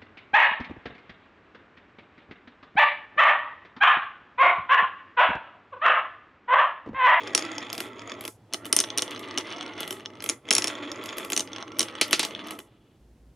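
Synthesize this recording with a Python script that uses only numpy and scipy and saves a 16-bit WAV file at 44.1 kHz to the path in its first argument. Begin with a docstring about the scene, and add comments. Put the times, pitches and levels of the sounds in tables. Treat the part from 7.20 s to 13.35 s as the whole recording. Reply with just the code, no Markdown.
"""Glass marbles roll down grooves in two wooden boards, left and right in turn, rumbling and chattering.
Random clicks stand for the wood grain and small hops; they ring the boards' bending modes and thin groove walls.
Knocks on the walls and clacks of glass on glass add cracks and decaying rings; four slaps come late.
The rolling then dies away into room tone with two short low hums. A close pair of microphone ports listens."""
import sys
import numpy as np
from scipy import signal
from scipy.fft import rfft, irfft, next_fast_len
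from scipy.io import wavfile

SR = 44100
rng = np.random.default_rng(int(sys.argv[2]) if len(sys.argv) > 2 else 0)


def decibels_to_gain(level_db):
    """Convert a level in decibels to a linear amplitude gain (20 dB per decade)."""
    exponent = np.asarray(level_db, float) / 20
    return 10 ** exponent


def master_out(mix):
    """Clip the mix to full scale and print it as 16-bit PCM to the path in sys.argv[1]."""
    frames = np.transpose(np.atleast_2d(mix))
    ceiling = np.clip(frames, -1, 1)
    pcm = np.round(ceiling * 32767).astype(np.int16)
    wavfile.write(sys.argv[1], SR, pcm)


N = 271215

# Room tone while the marbles roll. Each row: frequency in Hz, relative density in dB.
ROOM_TONE = [(25, -54.5), (65, -48.5), (110, -16.5), (300, -18), (650, -22), (1500, -34.5), (14000, -53.5)]
# Deeper room tone at the end. Each row: frequency in Hz, relative density in dB.
LATE_TONE = [(18, -12), (130, -11), (330, -18), (1190, -36.5), (14000, -49.5)]
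ROOM_TONE_DB, LATE_TONE_DB = -60, -58  # rms levels
TONE_TURN_S = 5.45  # middle of the crossfade between the two tones
# Likeness of left and right room tone. Each row: frequency in Hz, correlation from 0 to 1.
TONE_LIKENESS = [(200, 0.99), (1000, 0.99), (15000, 0.39)]
# Wavering hum in the first room tone: frequency in Hz, width in Hz, rms level in dB.
WAVERING_HUM = (111, 18, -58.5)
# Low hums at 56 Hz. Each row: start in seconds, end in seconds, peak level in dB.
LOW_HUMS = [(5.801, 5.95, -52), (5.987, 6.135, -50.5)]
# Decay of the small room. Each row: frequency in Hz, time to fall 60 dB in seconds.
ROOM_DECAY = [(200, 0.068), (2000, 0.02), (12000, 0.2)]

# Times when the right board is in play, else the left. Each row: start in seconds, end in seconds.
RIGHT_BOARD_SPANS = [(1.3, 3.01), (4.15, 7)]
# Bending modes shared by both boards. Each row: frequency in Hz, relative level in dB,
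# time to fall 60 dB when struck in seconds.
BODY_MODES = [(208.4, -7.5, 0.039), (308.5, -3, 0.061), (377.2, -7.5, 0.096), (448.8, -6.5, 0.054),
              (650, -9, 0.058), (852.7, -15, 0.13), (1147, -5, 0.027), (1335, -11.5, 0.081),
              (2024, -3.5, 0.019), (2354, -13, 0.0075)]
# Short rings of the thin groove walls, a list for the left board and one for the right.
# Each row: nominal frequency in Hz, relative level in dB, time to fall 60 dB in seconds.
WALL_RINGS = [
    [(2590, 1.5, 0.0059), (3280, -1, 0.0073), (4910, 0.5, 0.0055), (5530, -9.5, 0.024), (6750, 5.5, 0.0077),
     (8000, -13.5, 0.011), (9790, -4.5, 0.012)],
    [(2998, -2, 0.017), (3307, 3, 0.0037), (4070, 4, 0.003), (5630, 7.5, 0.0034), (6240, -3.5, 0.01),
     (8620, -4, 0.0067), (9320, -1, 0.012), (11900, -11.5, 0.0084)],
]

# Hard blows on a groove wall. Each row: start in seconds, knock drive in dB,
# ring frequency of the spot struck in Hz, drive of that ring in dB, drive of the high rings in dB.
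BLOWS = [(0.1493, -11.5, 5530, -1, -4.5), (0.1774, -17.5, 5530, -8.5, -15.5),
         (1.3356, -20.5, 6100, -14, -17.5), (1.3435, -22, 5200, -18, -32.5),
         (1.5275, -11.5, 5360, -6, -4.5), (1.5648, -15.5, 6530, -3, -2), (1.589, -19.5, 5630, -5.5, -25.5),
         (1.6024, -20.5, 6530, -4, -8), (1.776, -19.5, 5630, -14, -14.5), (1.783, -22, 5150, -7, -16.5),
         (1.8214, -19.5, 5870, -13, -17.5), (2.1761, -15, 5740, -21.5, -31.5),
         (2.1834, -25, 5630, -15, -27.5), (3.0907, -20, 6750, -17, -13), (3.097, -21.5, 5910, -6.5, -10.5),
         (3.307, -12, 5780, 1.5, -9), (3.3116, -9.5, 5570, -15.5, -15), (3.327, -25, 5800, -5, -10.5),
         (3.335, -22, 6860, -15.5, -11.5), (3.351, -27, 5730, -2, -2.5), (3.3649, -18, 5680, -6.5, -34),
         (3.3819, -13, 5900, -1.5, -6.5), (3.4218, -21.5, 5670, -12, -26.5),
         (3.4424, -15, 5530, -10.5, -14.5), (3.4725, -23.5, 5720, -10.5, -21.5),
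         (3.4797, -23, 5630, -13, -19.5), (4.132, -19.5, 6650, -16, -22), (4.1643, -19.5, 6580, -7, -18.5),
         (4.1761, -20, 6700, -5.5, -12.5), (4.195, -22, 6500, -11.5, -21.5),
         (4.2059, -24.5, 6480, -12, -23), (4.5938, -18, 5630, -7.5, -8.5), (4.6062, -17, 7030, -2, -26),
         (4.615, -19.5, 5630, -24, -20), (4.629, -21.5, 5530, -18, -24), (4.8123, -7, 4620, -2.5, 3.5),
         (4.9293, -5, 4240, -1, 1), (4.9939, -11.5, 4670, -5, 1), (5.03, -17, 4390, -11.5, -9.5)]
TICK_SLOPE, TICK_DB = 0.26, -26  # tick drive of a blow: dB per dB of high ring, dB at 0 dB high ring
# Marble clacks on marble. Each row: start in seconds, clack drive in dB, groove ring drive in dB.
CLACKS = [(0.5292, -25.5, -19.5), (0.5507, -33.5, -32), (0.5793, -26.5, -22), (0.604, -21, -23.5),
          (1.009, -31.5, -49), (1.039, -35.5, -45), (1.0514, -25.5, -45), (1.078, -25.5, -34),
          (1.4544, -28, -45), (1.4634, -32.5, -50), (1.909, -35, -26), (1.9939, -34.5, -28.5),
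          (2.605, -24.5, -42), (2.677, -29, -45), (2.7075, -23, -20), (2.7259, -28, -29),
          (3.023, -28.5, -50), (3.0408, -25.5, -40), (3.0614, -25.5, -31), (3.838, -33, -45),
          (3.859, -31.5, -31), (3.97, -32.5, -48), (3.9826, -23, -60), (4.0483, -29, -47),
          (4.1013, -23, -37), (4.1208, -19.5, -22), (4.586, -29, -48), (4.88, -35.5, -47),
          (4.9095, -23.5, -39), (4.924, -25, -38), (5.05, -24, -14), (5.27, -35, -43), (5.308, -27, -34),
          (5.3891, -30.5, -41)]
CLACK_HZ, CLACK_HIGH_DB = 4800, -14  # ring favoured by a clack; its high rings relative to that ring

# Briskness of the rolling. Each row: time in seconds, pace in dB below or above full pace.
PACE = [(0, 0.5), (.62, -1), (.72, -3), (.9, -1), (1.09, -5), (1.14, -71), (1.32, -8.5), (1.55, -3),
        (2.05, -0.5), (2.4, -0.5), (2.54, -2), (2.62, 0), (2.76, -3), (2.9, -6), (3.02, -5), (3.13, -3),
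        (3.21, -18.5), (3.28, -0.5), (4.05, -0.5), (4.25, -5), (4.4, -1), (4.46, -4.5), (4.72, -2),
        (5.34, -1.5), (5.45, -14), (5.75, -24), (5.85, -48)]
# Small soft ticks, some just before a louder blow. Each row: time in seconds, relative level in dB.
SOFT_TICKS = [(0.074, -20.5), (0.1924, -16), (0.224, -19.5), (0.251, -24), (0.317, -22.5), (0.382, -17),
              (0.468, -30.5), (0.501, -20.5), (0.794, -28), (0.819, -28), (0.875, -25), (0.897, -25),
              (0.9185, -21.5), (1.327, -26), (1.4472, -29), (1.611, -17.5), (1.639, -18.5), (1.644, -24),
              (1.703, -20.5), (1.7925, -16), (1.828, -23.5), (1.8793, -26), (1.9614, -24.5), (2.1102, -30),
              (2.143, -35), (2.25, -42.5), (2.3245, -26), (2.383, -28), (2.41, -22), (2.4268, -26),
              (2.463, -26), (2.6313, -20.5), (2.798, -29), (2.806, -32), (2.853, -34), (2.859, -23),
              (2.903, -37.5), (2.936, -42), (2.954, -35.5), (2.972, -40), (3.0045, -25), (3.254, -35),
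              (3.288, -19), (3.553, -25.5), (3.7593, -28), (3.823, -32.5), (3.928, -25.5), (3.7168, -16),
              (3.89, -22.5), (4.275, -27), (4.332, -24.5), (4.362, -24.5), (4.3833, -25.5), (4.426, -23.5),
              (4.4796, -29.5), (4.519, -28.5), (4.5695, -35.5), (4.685, -24), (4.753, -24), (5.109, -28.5),
              (5.15, -23.5), (5.285, -28), (5.402, -33)]
# Singing of the groove under rolling glass: frequency in Hz, time to fall 60 dB in seconds, mean gain in dB.
GROOVE_SONG = (3390, 0.01, -17.5)
RUMBLE_DB, CHATTER_DB, WHISPER_DB = -39.5, -49.5, -66  # drives at full pace
CHATTER_SLOPE = 3.23  # chatter dB per dB of pace: it dies faster than the rumble
STIR_DB, STIR_T60 = -40.5, 0.21  # rattling after a contact: dB relative to its knock, seconds to fall 60 dB

# Phase between the ports. Each row: frequency in Hz, lead of right over left in radians.
PORT_PHASE = [(300, 0), (3000, .15), (5200, -.4), (7000, -.2), (8700, -.7), (10600, -.45), (13600, -3.0)]
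# Level between the ports. Each row: frequency in Hz, excess of left over right in dB.
PORT_LEAN = [(300, -.5), (1170, -1.8), (2000, -.4), (5000, .2)]


def evened(x):
    """Scales a signal to rms 1."""
    return x / np.sqrt(np.mean(x ** 2) + 1e-20)


def read(points, hz):
    """Reads a curve between its points along a logarithmic frequency axis."""
    f, value = np.transpose(points)
    return np.interp(np.log(hz + 1), np.log(f + 1), value)


def band(x, lo_hz, hi_hz):
    """Keeps one band of frequencies."""
    return signal.sosfilt(signal.butter(2, [lo_hz, min(hi_hz, SR / 2.1)], "band", fs=SR, output="sos"), x)


def ring(x, hz, t60):
    """A two-pole resonator: every click starts a decaying sine of about its own height."""
    r, w = np.exp(-np.log(1000) / (t60 * SR)), 2 * np.pi * hz / SR
    return signal.lfilter([0, np.sin(w)], [1, -2 * r * np.cos(w), r * r], x)


def glide(x, hz, t60):
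    """Like ring, but the pitch follows the curve hz."""
    turn = np.exp(2j * np.pi * np.cumsum(hz) / SR)
    return (turn * signal.lfilter([1], [1, -np.exp(-np.log(1000) / (t60 * SR))], x / turn)).imag


def drift(per_s, count):
    """Slow random wander, one row each, with knots of rms 1 joined by straight lines."""
    knots = rng.standard_normal((int(N / SR * per_s) + 2, count)).T
    return np.array([np.interp(np.arange(N) / SR * per_s, np.arange(len(k)), k) for k in knots])


def tone(spectrum, db):
    """Soft room noise shaped in frequency, partly alike left and right."""
    frames, hz = N // 1024 + 5, np.fft.rfftfreq(4096, 1 / SR)
    a, b, c, d = rng.standard_normal((frames, len(hz), 4)).T
    same = np.clip(read(TONE_LIKENESS, hz), -1, 1)[:, None]
    left = a + 1j * b
    right = same * left + np.sqrt(1 - same ** 2) * (c + 1j * d)
    z = np.array([left, right]) * decibels_to_gain(read(spectrum, hz))[:, None]
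    return decibels_to_gain(db) * evened(signal.istft(z, nperseg=4096, noverlap=3072)[1][:, :N])


def air():
    """Room tone with a narrow hum gives way to a deeper tone; two low hums sound over it."""
    t = np.arange(N) / SR
    late = np.clip((t - TONE_TURN_S) / 0.78 + .5, 0, 1)
    hz, width, db = WAVERING_HUM
    narrow_noise = ring(ring(rng.standard_normal(N), hz, 1.5 / width), hz, 1.5 / width)
    hum = .6 * np.sin(2 * np.pi * hz * t) + evened(narrow_noise)
    early_air = tone(ROOM_TONE, ROOM_TONE_DB) + decibels_to_gain(db) * evened(hum)
    out = early_air * (1 - late) + tone(LATE_TONE, LATE_TONE_DB) * late
    for start, end, db in LOW_HUMS:
        fade = np.clip(np.minimum(t - start, end - t) / 0.017, 0, 1)
        out += decibels_to_gain(db) * fade * np.sin(2 * np.pi * 56 * t)
    return out


def room(x):
    """Sparse echoes of random sign, each band dying at its own speed, spread between the two ports."""
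    size = SR // 2
    taps = np.zeros((2, size))
    at = np.arange(100, size - 20, 20) + rng.integers(0, 20, (2, (size - 101) // 20))
    np.put_along_axis(taps, at, rng.choice([-1., 1.], at.shape), 1)
    hz, t, z = signal.stft(taps, SR, nperseg=128)
    # the ports differ most in the middle frequencies
    z[1] *= read([(650, .2), (1200, 5.5), (2500, 2.1), (5000, 1.1), (12000, .2)], hz)[:, None]
    tail = signal.istft(z * decibels_to_gain(-60 * t / read(ROOM_DECAY, hz)[:, None]), SR, nperseg=128)[1]
    mid, side = tail / np.linalg.norm(tail[0])
    return signal.fftconvolve(x[None], np.array([mid + side, mid - side]), axes=1)[:, :N]


def board_at(s):
    """1 while the right board is in play, else 0."""
    return sum((s >= a) & (s < b) for a, b in RIGHT_BOARD_SPANS)


def contacts():
    """All loud contacts: seconds, knock dB, ring Hz, ring dB, high ring dB, tick dB."""
    # the crisper the blow, the louder its glass tick
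    hard = [(*row, TICK_SLOPE * row[-1] + TICK_DB) for row in BLOWS]
    return hard + [(s, db, CLACK_HZ, ring_db, ring_db + CLACK_HIGH_DB, db) for s, db, ring_db in CLACKS]


def burst(count, t60):
    """Noise that starts at once and dies away."""
    return rng.standard_normal(count) * decibels_to_gain(-60 * np.arange(count) / SR / t60)


def blows():
    """Each contact kicks the body and its board's walls, and cracks; slaps rattle louder and ring less."""
    out, thumps = np.zeros(N + 4000), np.zeros(N)
    t = np.arange(4000) / SR
    for s, knock_db, ring_hz, ring_db, high_db, tick_db in contacts():
        at, sound = round(s * SR), np.zeros(len(t))
        slap = ring_hz < 4800 and ring_db > -22
        for hz, db, t60 in WALL_RINGS[board_at(s)]:
            near_db = -min(14, ((hz - ring_hz) / 250) ** 2)  # the spot struck favours nearby rings
            drive_db = knock_db if hz < 4000 else ring_db + near_db if hz < 7500 else high_db
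            detune, phase = 1 + 0.016 * rng.standard_normal(), rng.random()
            sound += decibels_to_gain(db + drive_db - 60 * t / t60) * np.sin(2 * np.pi * (hz * detune * t + phase))
        sound *= (1 - np.exp(-t / 0.0001)) * decibels_to_gain(-15 if slap else 0)  # the contact takes a moment
        crack = burst(count=len(t), t60=0.016) * np.minimum(t / 0.00061, 1)
        tick = crack * decibels_to_gain(-60 * t / 0.017)  # glass on glass is the shortest contact
        sound += decibels_to_gain(knock_db + 1.0) * np.roll(band(crack, 550, 6200), 30)
        sound += decibels_to_gain(ring_db - 7.5) * band(crack, 3216, 8100)
        sound += decibels_to_gain(high_db - 9.0) * band(crack, 8200, 11000)
        sound += decibels_to_gain(tick_db + 10.5) * band(tick, 10500, 15000)
        rattle = band(burst(count=len(t), t60=0.11), 2000, 5500 if slap else 8000)
        sound += decibels_to_gain(ring_db - (7 if slap else 24)) * rattle
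        fizz = band(burst(count=len(t), t60=0.23), 6000, 13000)  # faint and high, dying away after the contact
        sound += decibels_to_gain(tick_db - 17.5) * fizz
        out[at:at + len(t)] += sound
        thumps[at + 70] = decibels_to_gain(0.71 * knock_db - 17.0)
    body = sum(decibels_to_gain(db) * ring(thumps, hz, t60) * (-1) ** k for k, (hz, db, t60) in enumerate(BODY_MODES))
    return out[:N] + body


def clicks(per_s, spread_db):
    """Random contacts of either sign and uneven size, scaled to rms 1."""
    size = decibels_to_gain(spread_db * np.minimum(rng.exponential(1, N), 3))
    return evened(size * (rng.random(N) < per_s / SR) * rng.choice([-1., 1.], N))


def stirred(t):
    """Every loud contact sets neighbouring marbles rattling for a while."""
    return sum(decibels_to_gain(db + STIR_DB - 60 * abs(t - s) / STIR_T60) * (t > s) for s, db, *_ in contacts())


def small_ticks(chatter):
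    """Random small hops and the soft ticks: each scuffs, then skitters, and harder ones are brighter."""
    hits = clicks(per_s=230, spread_db=5.5) * chatter * decibels_to_gain(-9.5)
    for at, db in SOFT_TICKS:
        hits[round(at * SR)] = decibels_to_gain(db)
    t = np.arange(1500) / SR
    fall = decibels_to_gain(-60 * t / 0.0067) + decibels_to_gain(-21.0 - 60 * t / 0.031)
    scuff = signal.oaconvolve(abs(hits), fall)[:N]
    rough = scuff * rng.choice([-1., 1.], N)
    bright = rough * (scuff.clip(0) / decibels_to_gain(-31.0)) ** 0.5
    return band(rough, 600, 3900) + band(bright, 3000, 7000)


def rolling():
    """Wood grain under rolling glass rumbles in the body and rings the walls; small ticks lie on top."""
    t = np.arange(N) / SR
    pace_db = np.interp(t, *np.transpose(PACE), right=-80)
    rumble = clicks(per_s=2500, spread_db=3.5) * decibels_to_gain(RUMBLE_DB + pace_db)
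    rumble = band(rumble, 100, 3500)  # wood grain is blunt
    chatter = decibels_to_gain(CHATTER_DB + CHATTER_SLOPE * pace_db) + stirred(t)
    # smooth rolling whispers even when the bouncing has stopped
    whisper = decibels_to_gain(WHISPER_DB + .5 * pace_db + 3.3 * drift(per_s=42, count=1)[0]) * rng.standard_normal(N)
    # rough, fast rolling is brighter
    lively_db = np.clip(20 * np.log10(chatter) - RUMBLE_DB - pace_db + 15.0, -30, 8)
    clumps = decibels_to_gain(4.5 * drift(per_s=60, count=1)[0])  # contacts come in bunches
    grain = clicks(per_s=1300 * decibels_to_gain(2.4 * pace_db) + 40, spread_db=5.0)  # sparser when slow
    grain = grain * clumps * chatter + whisper
    blunt = band(grain, 100, 4600)  # the low rings feel only the slow part of each contact
    ticks = small_ticks(chatter)

    out = decibels_to_gain(4.0) * band(blunt, 700, 4100) + decibels_to_gain(-8) * ticks
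    song_hz, song_t60, song_db = GROOVE_SONG
    song = ring(blunt + .5 * ticks, song_hz, song_t60)
    out += decibels_to_gain(song_db + 3 * drift(per_s=12, count=1)[0]) * song

    place = decibels_to_gain(1.8 * drift(per_s=9, count=len(BODY_MODES)))  # moving marbles drive other modes
    load = .045 * drift(per_s=7, count=len(BODY_MODES))  # the moving weight bends each mode's pitch
    for k, (hz, db, t60) in enumerate(BODY_MODES):
        drive = rumble * place[k] * decibels_to_gain(lively_db * hz / 3400 - 21.0) + decibels_to_gain(-44) * ticks
        out += (-1) ** k * decibels_to_gain(db) * glide(drive, hz * (1 + load[k]), 0.73 * t60)

    spot = 1 + .3 * drift(per_s=71, count=8)  # how strongly ticks drive each ring wanders
    for side, walls in enumerate(WALL_RINGS):
        for k, (hz, db, t60) in enumerate(walls):
            octaves = np.log2(hz / 3000)  # soft contacts ring the high modes less
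            drive = decibels_to_gain(-10.5 * octaves - 21.5) * (blunt if hz < 4600 else grain)
            drive += decibels_to_gain(-6 * octaves - 23.0) * ticks * spot[k]
            out += decibels_to_gain(db) * ring(drive * (board_at(t) == side), hz, t60)
    return out


def scene():
    """Both boards sound directly and through the room, over the room tone."""
    boards = band(blows() + rolling(), 120, SR)  # small boards radiate no deep bass
    return boards + decibels_to_gain(-14) * room(boards) + air()


def band_limit(x):
    """A steep low-pass at the top of the band."""
    return signal.sosfilt(signal.butter(12, 16990, fs=SR, output="sos"), x)


def record(dry):
    """The ports differ in level and phase by frequency; both ends roll off and peaks are rounded."""
    size = next_fast_len(N)
    hz = np.fft.rfftfreq(size, 1 / SR)
    phase = np.exp(.5j * read(PORT_PHASE, hz) * np.array([[-1], [1]]))
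    lean = decibels_to_gain(.5 * read(PORT_LEAN, hz) * np.array([[1], [-1]]))
    treble_end = 1 / np.sqrt(1 + (hz / 15500) ** 24)
    bass_end = 1 / np.sqrt(1 + (45 / (hz + 1)) ** 4)
    heard = irfft(rfft(dry, size) * phase * lean * treble_end * bass_end, size)[:, :N]
    return band_limit(np.tanh(heard))


dry = scene()
out = record(dry)
master_out(out)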